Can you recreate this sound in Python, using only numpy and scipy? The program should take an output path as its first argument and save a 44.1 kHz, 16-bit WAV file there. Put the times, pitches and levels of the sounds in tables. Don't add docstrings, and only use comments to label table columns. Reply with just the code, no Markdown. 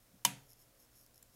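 import sys
import numpy as np
from scipy import signal
from scipy.fft import rfft, irfft, next_fast_len
from scipy.io import wavfile
from scipy.ndimage import map_coordinates

SR = 44100
rng = np.random.default_rng(int(sys.argv[2]) if len(sys.argv) > 2 else 0)


def amplitude_ratio(level_db):
    exponent = np.asarray(level_db, float) / 20
    return 10 ** exponent


def generate_wav(sig):
    pcm = np.round(np.clip(np.atleast_2d(sig).T, -1, 1) * 32767).astype(np.int16)
    wavfile.write(sys.argv[1], SR, pcm)


N = 59535

# t/s, level/dB, brightest f/Hz
CONTACTS = [
    (.2496, -27.5, 6000),
    (.2502, -15.5, 6500),
    (0.2503, -30, 5000),
    (.2524, -22, 11000),
    (0.2526, -26.5, 5000),
    (.2551, -28.5, 4000),
]
SNAP_S = CONTACTS[1][0]
# f/Hz, width/Hz, level/dB
WALL_RUMBLE = [(146, 23, -0.5), (193, 35, -1), (273, 53, -4)]


def unit(x):
    return x / np.sqrt(np.mean(x ** 2) + 1e-20)


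def along(points, hz):
    f, v = np.transpose(points)
    return np.interp(np.log(hz + 1), np.log(f + 1), v)


def filtered(x, response):
    m = next_fast_len(len(x) + SR // 2)
    hz = np.fft.rfftfreq(m, 1 / SR)
    return irfft(rfft(x, m) * response(hz), m)[:len(x)]


def resonant(x, peaks):
    def response(f):
        total = 0
        for k, (center, width, db) in enumerate(peaks):
            damping = 1j * f * width
            total = total + (-1) ** k * amplitude_ratio(db) * damping / (center ** 2 - f ** 2 + damping)
        return total
    return filtered(x, response)


def ring(modes, t, rise_s, turn):
    total = np.zeros(len(t))
    for k, (hz, db, t60) in enumerate(modes):
        total += turn ** k * amplitude_ratio(db - 60 * t / t60) * np.sin(2 * np.pi * hz * t)
    return (1 - np.exp(-t / rise_s)) * total


def add(track, s, sound):
    part = track[round(s * SR):][:len(sound)]
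    part += sound[:len(part)]


def floor():
    # f/Hz, level/dB per Hz
    hiss_color = [(12, -32), (20, 4), (558, -12.5), (923, -15.5), (1000, -15), (1090, -14.5), (2460, -18.5),
                  (2670, -19), (16000, -18.5)]
    # f/Hz, level/dB rms
    hum_partials = [(118.4, -77), (242.2, -87.5), (301.5, -87), (479.1, -87.5), (538.3, -85.5),
                    (597.5, -90.5), (662.1, -88), (721.4, -90)]
    hiss_db = -68
    t = np.arange(N) / SR

    def sway():
        return map_coordinates(rng.standard_normal(20), [t * 9])

    hum = np.zeros(N)
    for hz, db in hum_partials:
        level = amplitude_ratio(db + 2.5 + 1.9 * sway())
        hum += level * np.sin(2 * np.pi * hz * t + sway())
    hiss = unit(filtered(rng.standard_normal(N), lambda f: amplitude_ratio(along(hiss_color, f))))
    return hum + amplitude_ratio(hiss_db) * hiss


def clock():
    # f/Hz, width/Hz, level/dB
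    case = [(1500, 1800, -10.5), (4000, 2000, -10.5), (7260, 500, 5), (9570, 2500, -3), (13500, 5800, -4.5)]
    clock_db, rattle_s, knock_s = -54.5, 0.0036, 0.0105
    kicks, t = np.zeros(N), np.arange(SR // 20) / SR
    shape = amplitude_ratio(-60 * np.clip(t - rattle_s, 0, 1) / 0.008)
    shape = shape + 0.14 * (t > knock_s) * amplitude_ratio(-60 * abs(t - knock_s) / 0.005)
    for s in (0.26, 1.2262):
        add(kicks, s, shape * rng.standard_normal(len(t)))
    return amplitude_ratio(clock_db) * 2 * resonant(kicks, case)


def grip():
    # t/s, level/dB
    pressure = [(0, -82), (0.451, -75), (.5, -68), (0.533, -69), (.546, -81), (0.611, -65), (.66, -78.5),
                (0.758, -82.5), (0.801, -66), (.85, -71.5), (.88, -90), (0.971, -64.5), (1.04, -69.5),
                (1.09, -101), (1.16, -71.5), (1.21, -77.5), (1.312, -77.5), (1.35, -68.5)]
    # f/Hz, width/Hz, level/dB
    shell = [(5333, 260, 0.5), (6690, 350, -3.5), (10800, 2500, -4), (12800, 1500, -2.5)]
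    # t/s, peak level/dB
    creak_times = [(0.4938, -45), (0.5043, -40), (0.5145, -42), (0.5214, -42), (0.5327, -38), (0.8254, -53),
                   (0.8627, -57), (0.8884, -58), (0.9334, -64), (0.9637, -59), (0.9862, -58.5),
                   (1.013, -56), (1.0423, -54), (1.064, -41), (1.1445, -43), (1.1583, -43), (1.1785, -39)]
    creak_db, slips_per_s, slip_spread_db, rub_share = 6.5, 1500, 4, 0.29

    chance, size, side = rng.random((3, N))
    slips = (chance < slips_per_s / SR) * amplitude_ratio(-slip_spread_db * np.log(size + 0.1)) * np.sign(side - 0.5)
    friction = rub_share * rng.standard_normal(N) + (1 - rub_share) * unit(slips)
    rub = unit(resonant(friction, shell))

    creaks = np.zeros(N)
    slip_burst = np.array([1, 0.2, 0, 0, 0.1, 0, 0, 0.2, 1.0])
    for s, peak_db in creak_times:
        add(creaks, s, amplitude_ratio(peak_db + creak_db) * slip_burst)

    s, db = np.transpose(pressure)
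    return amplitude_ratio(np.interp(np.arange(N) / SR, s, db)) * rub + resonant(creaks, shell)


def wall_rumble():
    return unit(resonant(resonant(rng.standard_normal(N), WALL_RUMBLE), WALL_RUMBLE))


def lean():
    lean_s, span_s, lean_db = 0.135, 0.042, -69
    swell = np.exp(-((np.arange(N) / SR - lean_s) / span_s) ** 2)
    return amplitude_ratio(lean_db) * swell * wall_rumble()


def box_reverb():
    # f/Hz, width/Hz, level/dB
    box_colour = [(2490, 730, 1), (5000, 3900, 0.5), (7100, 1900, -5), (10200, 4000, -3.5)]
    reverb_db, reverb_t60 = -29.5, 0.064
    thud_db, thud_t60, thud_rise_s = -49, 0.35, 0.011
    t = np.clip(np.arange(N) / SR - SNAP_S, 0, 9)
    reverb = amplitude_ratio(reverb_db - 60 * t / reverb_t60) * unit(resonant(rng.standard_normal(N), box_colour))
    thud = amplitude_ratio(thud_db - 60 * t / thud_t60) * wall_rumble()
    return (t > 0) * reverb + (1 - np.exp(-t / thud_rise_s)) * thud


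def room(x):
    # f/Hz, t60/s
    decay = [(300, 1), (1000, 0.38), (3000, 0.33), (7000, 0.31), (14000, 0.17)]
    delay_s = 0.005
    hz, t, z = signal.stft(rng.standard_normal(SR // 2), SR, nperseg=256)
    z = z * amplitude_ratio(-60 * t / along(decay, hz)[:, None])
    tail = signal.istft(z, SR, nperseg=256)[1]
    delayed = np.pad(x, (round(delay_s * SR), 0))
    return signal.fftconvolve(delayed, tail / np.linalg.norm(tail))[:N]


def room_answer(switch):
    # f/Hz, level/dB
    air = [(200, -44.5), (400, -9.5), (900, -4), (1500, -0.5), (2700, 1), (6000, -6.5), (11000, 2),
           (16000, -9)]
    air_db, send_db = -27, -24.5
    snap = np.zeros(N)
    add(snap, SNAP_S, np.ones(1))
    burst = amplitude_ratio(air_db) * 10 * filtered(snap, lambda f: amplitude_ratio(along(air, f)))
    return room(burst + amplitude_ratio(send_db) * switch)


def wall_boom():
    # f/Hz, level/dB, t60/s
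    wall = [(125, -45.5, 0.47), (143.1, -48, .5), (193.8, -40, 0.26), (216.5, -45, 0.22), (279, -44, .35),
            (310, -49, 0.15), (86, -64, 0.17)]
    swell_s = 0.024
    boom, t = np.zeros(N), np.arange(SR // 2) / SR
    add(boom, SNAP_S, ring(wall, t, swell_s, -0.98))
    return boom


def box_ring():
    # f/Hz, level/dB, t60/s
    box = [(942, 0, .085), (1118, -10, .07), (974, -1.5, .085), (1645, -8, .05), (2058, -4, .05),
           (2355, -4, .05), (2738, -4, .045), (3048, 3, .06), (3596, 1, .055), (4250, -3, .04),
           (4900, -1, .04), (5135, 1, .045), (6274, 0, .04), (6730, -2, .035)]
    # f/Hz, level/dB, t60/s
    plates = [(955, -30, .2), (728, -29, .2), (550, -24, .06), (640, -30, .1), (2420, -28, .2),
              (2525, -29, .2), (2850, -28, .2), (3032, -29, .2), (6562, -33, .2), (8550, -15, .035),
              (10180, -24, .12), (11440, -15, .035), (9985, -16, .035), (5450, -15, .04)]
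    box_db = -13
    body, t = np.zeros(N), np.arange(SR // 2) / SR
    metal = amplitude_ratio(box_db) * ring(box, t, 0.00043, -0.97) + ring(plates, t, 0.0023, -0.95)
    add(body, SNAP_S, amplitude_ratio(CONTACTS[1][1]) * metal)
    return body


def contact_cracks():
    # f/Hz, level/dB per Hz
    crack_color = [(200, -41), (600, -23), (1500, -12), (2800, -7.5), (5000, -2), (8000, -5), (11000, -3),
                   (16000, -20)]
    crack_t60, crack_db, peak_db, peak_octaves = 0.0072, 3, 4, 0.81
    cracks, t = np.zeros(N), np.arange(SR // 2) / SR
    for s, db, bright_hz in CONTACTS:
        def response(f):
            octaves = np.log2((f + 1) / bright_hz)
            return amplitude_ratio(along(crack_color, f) + peak_db * np.exp(-(octaves / peak_octaves) ** 2))
        crack = unit(filtered(rng.standard_normal(len(t)), response))
        add(cracks, s, amplitude_ratio(db + crack_db - 60 * t / crack_t60) * crack)
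    return cracks


def scene():
    switch = contact_cracks() + box_ring()
    blow = switch + wall_boom() + room_answer(switch)
    background = clock() + grip() + floor()
    strain = lean() + box_reverb()
    return (blow + background + strain)[None]


def top_cut(x):
    return signal.sosfilt(signal.butter(12, 16530, fs=SR, output="sos"), x)


def record(dry):
    top_hz = 15900
    mix = filtered(dry[0], lambda hz: 1 / (1 + (hz / top_hz) ** 80))
    return top_cut(mix)


dry = scene()
out = record(dry)
generate_wav(out)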